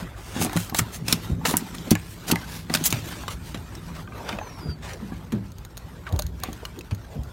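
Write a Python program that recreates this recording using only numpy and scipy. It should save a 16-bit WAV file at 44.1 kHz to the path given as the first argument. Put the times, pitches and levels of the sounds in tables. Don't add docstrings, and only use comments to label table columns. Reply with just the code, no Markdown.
import sys
import numpy as np
from scipy import signal
from scipy.fft import rfft, irfft, next_fast_len
from scipy.io import wavfile
from scipy.ndimage import uniform_filter1d, map_coordinates

SR = 44100
rng = np.random.default_rng(int(sys.argv[2]) if len(sys.argv) > 2 else 0)


def generate_wav(sig):
    pcm = np.round(np.clip(np.atleast_2d(sig).T, -1, 1) * 32767).astype(np.int16)
    wavfile.write(sys.argv[1], SR, pcm)


N = 322812

# (time [s], level [dB])
MURMUR_LEVELS = [(0.0, -53.5), (1.49, -35.5), (2.08, -47.5), (2.91, -37), (3.28, -43.5), (5.42, -46),
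                 (5.71, -52.5), (6.24, -46.5), (7.32, -50)]
# (frequency [Hz], gain [dB])
MURMUR_EQ = [(60, -21), (110, -14.5), (165, 11), (205, 0), (245, 2), (330, -10), (500, -17.5), (1200, -69)]
RUMBLE_EQ = [(33, -50), (42, 0.5), (56, -0.5), (68, 2), (84, -5), (105, -0.5), (150, -13.5), (400, -65)]
LAPPING_EQ = [(150, -25), (380, 7), (650, -1.5), (1100, -8.5), (2000, -40.5), (6000, -37.5)]
# (time [s], level [dB], start pitch [Hz], end pitch [Hz], t60 [s])
SLOPS = [(0.019, -28, 184, 151, 0.2), (0.804, -21.5, 129, 98, 0.14), (1.013, -26.5, 154, 100.4, 0.65),
         (1.293, -22, 176, 89, 0.3), (1.311, -17, 89, 57.6, 0.11), (1.367, -27, 147, 109, 0.13),
         (1.867, -25.5, 280, 200, 0.11), (2.927, -23.5, 148, 105, 0.47), (3.571, -24.5, 105, 66.5, 0.16),
         (4.328, -27, 227, 173, 0.13), (4.648, -23, 170, 146.4, 0.4), (4.674, -26, 88, 65, 0.11),
         (5.014, -28, 209, 197, 0.32), (5.321, -20, 241, 195, 0.35), (5.328, -24.5, 140, 99.7, 0.47),
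         (6.0669, -32.5, 1570, 930, 0.16), (6.122, -14.5, 112, 50.4, 0.27), (6.23, -24.5, 87.5, 60.6, 0.61),
         (6.915, -20.5, 115, 95, 0.17), (7.154, -28, 194.6, 128.5, 0.43), (7.18, -25, 83, 60.5, 0.15)]
# (time [s], length [s], pitch [Hz], level [dB])
SQUEAK_STEPS = [(4.395, 0.087, 6290, -52.5), (4.489, 0.11, 5620, -48.5), (4.598, 0.14, 4880, -45)]
# (frequency [x pitch], level [dB])
SQUEAK_PARTIALS = [(0.69, -18), (1, -.5), (2, -19)]
# (time [s], peak [dB])
SNAPS = [(5.519, -35), (5.584, -31), (5.65, -27.5), (5.771, -26.5), (5.776, -24), (6.091, -33),
         (6.1254, -24.5), (6.162, -27.5), (6.1915, -10.5), (6.195, -13.5), (6.222, -16), (6.266, -24),
         (6.401, -29.5), (6.4356, -11.5), (6.53, -25.5), (6.79, -26), (6.948, -30), (7.2346, -33.5)]
# (frequency [Hz], gain [dB])
SNAP_EQ = [(300, -6), (1500, -1), (2500, -11.5), (4100, 5.5), (5500, -10.5), (6760, 6.5), (7700, -28),
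           (8700, 0), (10400, -14), (11800, 2.5), (13000, -9.5), (16000, -6)]
# (time [s], grind level [dB], hiss level [dB])
DRAG_LEVELS = [(0.0, -43, -44), (0.24, -52.5, -66), (0.49, -38.5, -43.5), (0.61, -44, -42),
               (0.83, -45.5, -48), (1.32, -45.5, -45), (1.49, -34, -40), (1.67, -45.5, -45),
               (2.14, -53, -49), (2.42, -41.5, -44), (2.59, -60, -56), (2.75, -41.5, -45),
               (2.89, -47.5, -39.5), (3.12, -44, -40.5), (3.3, -50.5, -50), (3.69, -50, -52),
               (4.03, -45, -49.5), (4.36, -45.5, -51.5), (4.69, -47, -53.5), (5.12, -50.5, -53.5),
               (5.42, -56.5, -61), (6.54, -52, -53), (6.99, -54.5, -57), (7.32, -56.5, -56)]
# (frequency [Hz], gain [dB])
GRIND_EQ = [(180, -18.5), (330, 8.5), (480, -6.5), (620, -3), (790, -1), (1000, 0), (1600, -2.5),
            (2400, -11.5), (4000, -19.5), (8000, -57.5)]
HISS_EQ = [(1200, 3.5), (2400, 5.5), (3600, 6.5), (6000, 2.5), (9000, -0.5), (10500, -5.5), (12200, 0),
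           (16000, -8)]
# (centre time [s], gain [dB])
PAUSES = [(.68, -5.5), (1.01, -9), (1.39, -12), (2.21, -1), (2.66, -4), (4.09, -8), (4.785, -5.5),
          (6.331, -4.5)]
# (peak time [s], half-length [s], level [dB], centre frequency [Hz])
SCUFFS = [(.43, 0.054, -30, 219), (1.311, 0.025, -35.5, 297), (2.325, 0.03, -31, 270),
          (4.311, 0.16, -40.5, 550), (4.675, .035, -42, 326), (4.95, 0.031, -42, 430),
          (6.135, 0.039, -39, 600), (6.792, 0.027, -39.5, 282), (7.154, 0.078, -45.5, 560)]
# (time [s], peak [dB], ring pitch [Hz])
TICKS = [(0.4646, -24, 2460), (0.495, -26, 2520), (0.697, -24, 12500), (1.749, -27.5, 9350),
         (1.783, -29, 3450), (2.772, -18.5, 3460), (3.574, -30, 2820), (3.752, -27, 5530),
         (4.2915, -22.5, 3440), (4.327, -31, 2480), (4.3852, -39, 2600), (4.9342, -27, 5930),
         (6.6522, -19, 2910), (6.8095, -29, 2600)]
# (frequency [x ring pitch], level [dB])
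TICK_PARTIALS = [(1, -4), (1.46, -10)]
# (frequency [Hz], gain [dB])
CLICK_EQ = [(200, -11), (600, -1.5), (1500, 3), (2300, 2.5), (4200, 2), (6600, 1), (8200, -9.5),
            (14000, -8)]
# (time [s], peak [dB], tuning [x mode frequency], tilt [dB/octave])
KNOCKS = [(.364, -36, 0.93, -2), (0.418, -21.5, 0.74, -1), (.449, -29, 0.62, -1), (.465, -25.5, 0.73, -10),
          (0.495, -28, 0.8, 5), (.531, -24, 0.92, -12), (.748, -23, 0.95, -20), (0.7913, -20.5, 1.4, -16),
          (1.126, -17, 1.28, 11), (1.412, -33, 0.93, -3), (1.5395, -17, 1, -10), (1.9536, -17, 0.89, 14),
          (2.301, -19.5, 0.76, 10), (2.333, -21.5, 0.97, 0), (2.3578, -20.5, 0.96, 0),
          (3.235, -27, 0.85, 2), (4.075, -32, 1.3, -2), (4.122, -32.5, 1.28, 3), (4.29, -23.5, 0.98, 6),
          (4.328, -24, 1.25, 10), (4.413, -24, 0.87, -10), (6.193, -24.5, 0.63, -5),
          (6.435, -21, 0.617, 8.5), (6.63, -29, 0.5, -5)]
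# (frequency [Hz], level [dB], t60 [s])
CLAW_MODES = [(838, -4, 0.043), (957, -1, 0.071), (1232, -2, 0.052), (1650, -11, 0.045), (1900, -3, .035),
              (2400, -10, 0.014)]
DECK_MODES = [(104, -15.5, 0.25), (169.6, -2.5, 0.15), (226.6, -0.5, 0.078), (242, 8.5, 0.027),
              (297, -5, 0.12), (366, -8.5, 0.063), (777, 0.5, 0.043), (1116, -8.5, 0.075)]
# (time [s], peak [dB], contact time [s])
THUMPS = [(0.363, -19.5, 0.00049), (0.403, -17, 0.0023), (.414, -14, 0.00034), (.448, -18, 0.00035),
          (0.47, -22, 0.00046), (0.558, -13, 0.017), (0.564, -16, 0.006), (0.723, -21.5, 0.00026),
          (0.79, -17, 0.0091), (1.083, -22, .002), (1.128, -14.5, 0.014), (1.305, -27, 0.0036),
          (1.33, -23, .012), (1.484, -17.5, 0.002), (1.539, -11.5, 0.00069), (1.623, -23, 0.0023),
          (1.915, -2.5, 0.0025), (2.298, -20.5, 0.00072), (2.3236, -8.5, 0.0051), (2.702, -18, 0.00065),
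          (2.751, -18.5, 0.0022), (2.812, -20.5, 0.013), (2.926, -17, 0.027), (3.546, -24, 0.003),
          (5.121, -23, 0.0011), (6.486, -23, 0.00037)]
# (peak time [s], length [s], mid level [dB], brightness [dB/band])
SWISHES = [(.055, 0.05, -56, -5), (0.295, 0.25, -51, -2.5), (0.379, 0.076, -42, -5.5),
           (0.425, 0.051, -32.5, 4.5), (0.602, 0.1, -43, 3), (0.776, 0.049, -37.5, 7),
           (0.947, 0.047, -41.5, 1.5), (1.106, 0.074, -36, -1), (1.467, 0.026, -34, 2.5),
           (1.494, 0.061, -33.5, 5), (2.113, 0.066, -54, 6.5), (2.291, 0.035, -34, -0.5),
           (2.539, 0.13, -45, -1), (2.752, 0.09, -43, -0.5), (2.862, 0.029, -27, 9),
           (3.314, 0.046, -42.5, -3), (3.476, 0.083, -53, 0.5), (3.962, 0.039, -51, -4.5),
           (4.298, 0.098, -50, -12), (4.846, 0.05, -48.5, -8.5), (4.899, 0.07, -48, -8),
           (6.072, 0.018, -58, -22), (6.452, 0.071, -58, -18)]
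# (time [s], level [dB], brightness [dB/band], ring pitch [Hz], mid t60 [s])
SLAPS = [(0.424, -22, 1.5, 12750, 0.0059), (.448, -24.5, 4.5, 9500, 0.0051), (.531, -34, 5.5, 850, 0.016),
         (0.5645, -27.5, -1, 884, 0.02), (0.5705, -26, -1, 1630, 0.023), (0.7463, -24, -2.5, 3430, 0.028),
         (0.784, -31, -1, 2830, 0.02), (0.7881, -22, 6, 5700, 0.03), (0.7927, -21.5, 0.5, 1300, 0.03),
         (1.0821, -25, 0, 3520, 0.028), (1.1261, -16, 4.5, 4200, 0.029), (1.452, -24.5, -3.5, 1900, 0.074),
         (1.538, -36, -12.5, 1440, 0.019), (1.569, -26.5, 20, 9400, 0.0088), (1.574, -37, 5, 9350, 0.076),
         (1.9074, -23, 9, 6040, 0.041), (1.913, -29, -3.5, 8300, 0.07), (1.953, -25, -3, 1890, 0.011),
         (2.312, -24, -2.5, 11700, 0.053), (2.3155, -19.5, 3, 3370, 0.021), (2.357, -27.5, -6, 1870, 0.015),
         (2.6981, -38.5, -7.5, 1510, 0.04), (2.739, -18.5, 1, 4830, 0.02), (2.7489, -21, 0, 5130, 0.036),
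         (2.758, -30, 7, 5200, 0.018), (2.839, -31.5, 4, 7500, 0.12), (2.904, -33, 6, 6560, 0.069),
         (2.926, -16.5, 1, 1890, 0.011), (3.2801, -32, -4.5, 920, 0.035), (3.5447, -39.5, -6.5, 980, 0.063),
         (4.2895, -39, -12, 3600, 0.03), (4.387, -47.5, -19.5, 587, 0.023),
         (5.321, -42.5, -2.5, 1150, 0.072), (6.91, -43, -7.5, 560, 0.047)]
BAND_EDGES = [400, 2800, 7500, 20000]
BAND_TILT = np.array([-1, 0, 1])


def amp(db):
    return 10 ** (np.asarray(db) / 20)


def unit(x):
    return x / np.sqrt(np.mean(x ** 2) + 1e-20)


def at_peak(x, db):
    return amp(db) * x / np.abs(x).max()


def curves(rows):
    times, *columns = np.transpose(rows)
    return [np.interp(np.arange(N) / SR, times, column) for column in columns]


def wobble(rate):
    return map_coordinates(rng.standard_normal(int(N * rate / SR) + 4), [np.arange(N) * rate / SR])


def filtered(x, response):
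    padded = next_fast_len(len(x) + 8192)
    return irfft(rfft(x, padded) * response(np.fft.rfftfreq(padded, 1 / SR)), padded)[:len(x)]


def coloured(x, eq):
    points_hz, db = np.transpose(eq)
    return unit(filtered(x, lambda hz: amp(np.interp(np.log(hz + 1), np.log(points_hz), db))))


def add(track, s, sound):
    part = track[max(round(s * SR), 0):][:len(sound)]
    part += sound[:len(part)]


def patchy(x, depth_db, bins, frames):
    spectrogram = signal.stft(x, nperseg=512)[2]
    patches = uniform_filter1d(rng.standard_normal(spectrogram.shape), bins, 0)
    patches = uniform_filter1d(patches, frames, 1)
    return signal.istft(spectrogram * amp(depth_db * unit(patches)), nperseg=512)[1][:len(x)]


def hull_wash():
    murmur_db, = curves(MURMUR_LEVELS)
    murmur = amp(murmur_db + 0.5 + wobble(6.3)) * coloured(rng.standard_normal(N), MURMUR_EQ)
    rumble = amp(-40.5 + wobble(4)) * coloured(rng.standard_normal(N), RUMBLE_EQ)
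    lapping_db = -56.5 + 3 * wobble(18)
    ripples = patchy(rng.standard_normal(N), depth_db=3.5, bins=2, frames=6)
    return murmur + rumble + amp(lapping_db) * coloured(ripples, LAPPING_EQ)


def gulp(start_hz, end_hz, t60, fall_s=0.032, rise_cycles=1.7):
    t = np.arange(SR // 2) / SR
    glide_hz = end_hz + (start_hz - end_hz) * np.exp(-t / fall_s)
    hz = glide_hz * (1 + .07 * wobble(70)[:len(t)])
    churn_eq = [(start_hz * ratio, db)
                for ratio, db in [(.25, -40), (.6, -1), (1.3, 0), (3, -19), (10, -35), (30, -60)]]
    churn = coloured(rng.standard_normal(len(t)), churn_eq) * (.28 + .17 * np.exp(-t / .04))
    rise_s = rise_cycles / start_hz
    envelope = np.minimum(t / rise_s, 1) * amp(-60 * np.maximum(t - rise_s, 0) / t60)
    return envelope * (np.sin(2 * np.pi * np.cumsum(hz) / SR) + churn)


def water_slops():
    out = np.zeros(N)
    for s, db, start_hz, end_hz, t60 in SLOPS:
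        add(out, s, amp(db) * gulp(start_hz, end_hz, t60))
    return out


def squeak(sag_hz=270, rasp_s=0.009, attack_s=0.006, release_s=0.013):
    out, t = np.zeros(N), np.arange(size := SR // 3) / SR
    for s, length, hz, db in SQUEAK_STEPS:
        rasp = (.009 + .06 * np.exp(-t / rasp_s)) * wobble(1500)[:size]
        drift = .004 * wobble(40)[:size]
        pitch = (hz - sag_hz * np.minimum(t / length, 1.2) ** 2) * (1 + rasp + drift)
        phase = 2 * np.pi * np.cumsum(pitch) / SR
        tone = sum(amp(partial_db + 3 * wobble(50)[:size]) * np.sin(ratio * phase)
                   for ratio, partial_db in SQUEAK_PARTIALS)
        envelope = np.minimum(t / attack_s, 1) * np.exp(-np.maximum(t - length, 0) / release_s)
        add(out, s, amp(db) * envelope * tone)
    return out


def snaps(crack_t60=0.011, tail_t60=0.082):
    out, t = np.zeros(N), np.arange(size := 2048) / SR
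    envelope = amp(-60 * t / crack_t60) + amp(-18 - 60 * t / tail_t60)
    for s, db in SNAPS:
        add(out, s, at_peak(coloured(rng.standard_normal(size), SNAP_EQ) * envelope, db))
    return out


def grit(size, rate, smooth):
    strengths = amp(4 * np.minimum(rng.exponential(size=size), 3))
    cracks = (rng.random(size) < rate / SR) * rng.choice([-1, 1], size) * strengths
    return unit(unit(cracks) + smooth * rng.standard_normal(size))


def pause_dips_db(half_length_s=0.066):
    s, dip_db = np.transpose(PAUSES)[:, :, None]
    return (dip_db * np.exp(-((np.arange(N) / SR - s) / half_length_s) ** 4)).sum(0)


def shell_drag():
    grind_db, hiss_db = curves(DRAG_LEVELS)
    push_db = 1.6 * wobble(28) + wobble(120)
    coarse = patchy(grit(N, rate=700, smooth=1.3), depth_db=4.5, bins=2, frames=6)
    fine = patchy(grit(N, rate=260, smooth=2.4), depth_db=3.4, bins=3, frames=7)
    grind = amp(grind_db + 1.5) * coloured(coarse, GRIND_EQ)
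    hiss = amp(hiss_db) * coloured(fine, HISS_EQ)
    return amp(push_db + pause_dips_db()) * (grind + hiss)


def deck_scuffs(half_width_octaves=0.54):
    out, t = np.zeros(N), np.arange(SR // 2) / SR
    middle = t[-1] / 2
    for s, half_length, db, centre_hz in SCUFFS:
        rub = filtered(rng.standard_normal(len(t)),
                       lambda hz: np.exp(-(np.log2((hz + 1) / centre_hz) / half_width_octaves) ** 2 / 2))
        swell = np.exp(-((t - middle) / half_length) ** 2)
        add(out, s - middle, amp(db) * unit(rub) * swell)
    return out


def leg_ticks(t60=0.027):
    out, t = np.zeros(N), np.arange(size := 2048) / SR
    for s, db, ring_hz in TICKS:
        ring = sum(amp(partial_db) * np.sin(2 * np.pi * ratio * ring_hz * t)
                   for ratio, partial_db in TICK_PARTIALS)
        click = .5 * coloured(rng.standard_normal(size), CLICK_EQ)
        add(out, s, at_peak((click + ring) * amp(-60 * t / t60), db))
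    return out


def claw_knocks(attack_s=0.00038):
    out, t = np.zeros(N), np.arange(4096) / SR
    hz, mode_db, t60 = np.transpose(CLAW_MODES)[:, :, None]
    for s, db, tuning, tilt_db in KNOCKS:
        strength, detune, phase = rng.standard_normal((3, len(CLAW_MODES), 1))
        level_db = mode_db + tilt_db * np.log2(hz / hz[0]) + 3.4 * strength - 60 * t / t60
        modes = amp(level_db) * np.sin(2 * np.pi * (hz * tuning * (1 + 0.021 * detune) * t + phase))
        add(out, s, at_peak(modes.sum(0) * (1 - np.exp(-t / attack_s)), db))
    return out


def body_thumps(attack_s=0.0021):
    out, t = np.zeros(N), np.arange(SR // 2) / SR
    hz, mode_db, t60 = np.transpose(DECK_MODES)[:, :, None]
    for s, db, contact_s in THUMPS:
        strength, detune = rng.standard_normal((2, len(DECK_MODES), 1))
        envelopes = amp(mode_db + 2 * strength - 60 * t / t60) / (1 + (hz * contact_s) ** 2)
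        modes = envelopes * np.sin(2 * np.pi * hz * (1 + 0.03 * detune) * t)
        add(out, s, at_peak(modes.sum(0) * (1 - np.exp(-t / attack_s)), db))
    return out


def shell_bands(x, ripple_db, ring_hz=1, ring_db=0):
    hz = np.fft.rfftfreq(len(x), 1 / SR) + 1
    ripple = map_coordinates(rng.standard_normal(128), [np.sqrt(hz) / 2.4], mode="nearest")
    resonance_db = ring_db / (1 + ((hz - ring_hz) / (.14 * ring_hz)) ** 2)
    spectrum = rfft(x) * amp(ripple_db * ripple + resonance_db) / hz ** 0.26
    bands = [spectrum / np.sqrt((1 + (low / hz) ** 8) * (1 + (hz / high) ** 8))
             for low, high in zip(BAND_EDGES, BAND_EDGES[1:])]
    return np.array([unit(irfft(band, len(x))) for band in bands])


def tail_swishes(rise_share=0.42):
    out, t = np.zeros(N), np.arange(size := 16384) / SR
    middle = t[-1] / 2
    for s, length, db, bright_db in SWISHES:
        bands = shell_bands(grit(size, rate=1200, smooth=1.2), ripple_db=2.6)
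        rub = amp(db + bright_db * BAND_TILT) @ bands
        fade_s = length * np.where(t < middle, rise_share, 1 - rise_share)
        stroke = np.exp(-np.abs((t - middle) / fade_s) ** 1.86)
        add(out, s - middle, rub * stroke)
    return out


def shell_slaps(ring_lift_db=4, attack_s=0.00017):
    out, t = np.zeros(N), np.arange(size := 8192) / SR
    answer = amp([[-16], [-21], [-25]]) * amp(-60 * t / np.array([[.15], [.11], [.08]]))
    for s, db, bright_db, ring_hz, t60 in SLAPS:
        holds_ring = np.diff(np.greater(BAND_EDGES, ring_hz))
        band_db = db + bright_db * BAND_TILT + ring_lift_db * holds_ring
        bands = shell_bands(grit(size, rate=6000, smooth=.8), ripple_db=4, ring_hz=ring_hz, ring_db=6)
        hit = amp(-60 * t / (t60 * np.array([[1.2], [1], [.9]])))
        crack = (amp(band_db)[:, None] * bands * np.hypot(hit, answer)).sum(0)
        add(out, s, crack * (1 - np.exp(-t / attack_s)))
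    return out


def scene():
    contacts = shell_slaps() + claw_knocks() + tail_swishes() + deck_scuffs() + leg_ticks()
    return (contacts + snaps() + body_thumps() + water_slops() + shell_drag() + squeak() + hull_wash())[None]


def record(dry):
    low_cut = signal.butter(2, 35, "high", fs=SR, output="sos")
    clipped = np.clip(signal.sosfilt(low_cut, dry[0]), -1, 1)
    return filtered(clipped, lambda hz: hz < 15900)[None]


dry = scene()
out = record(dry)
generate_wav(out)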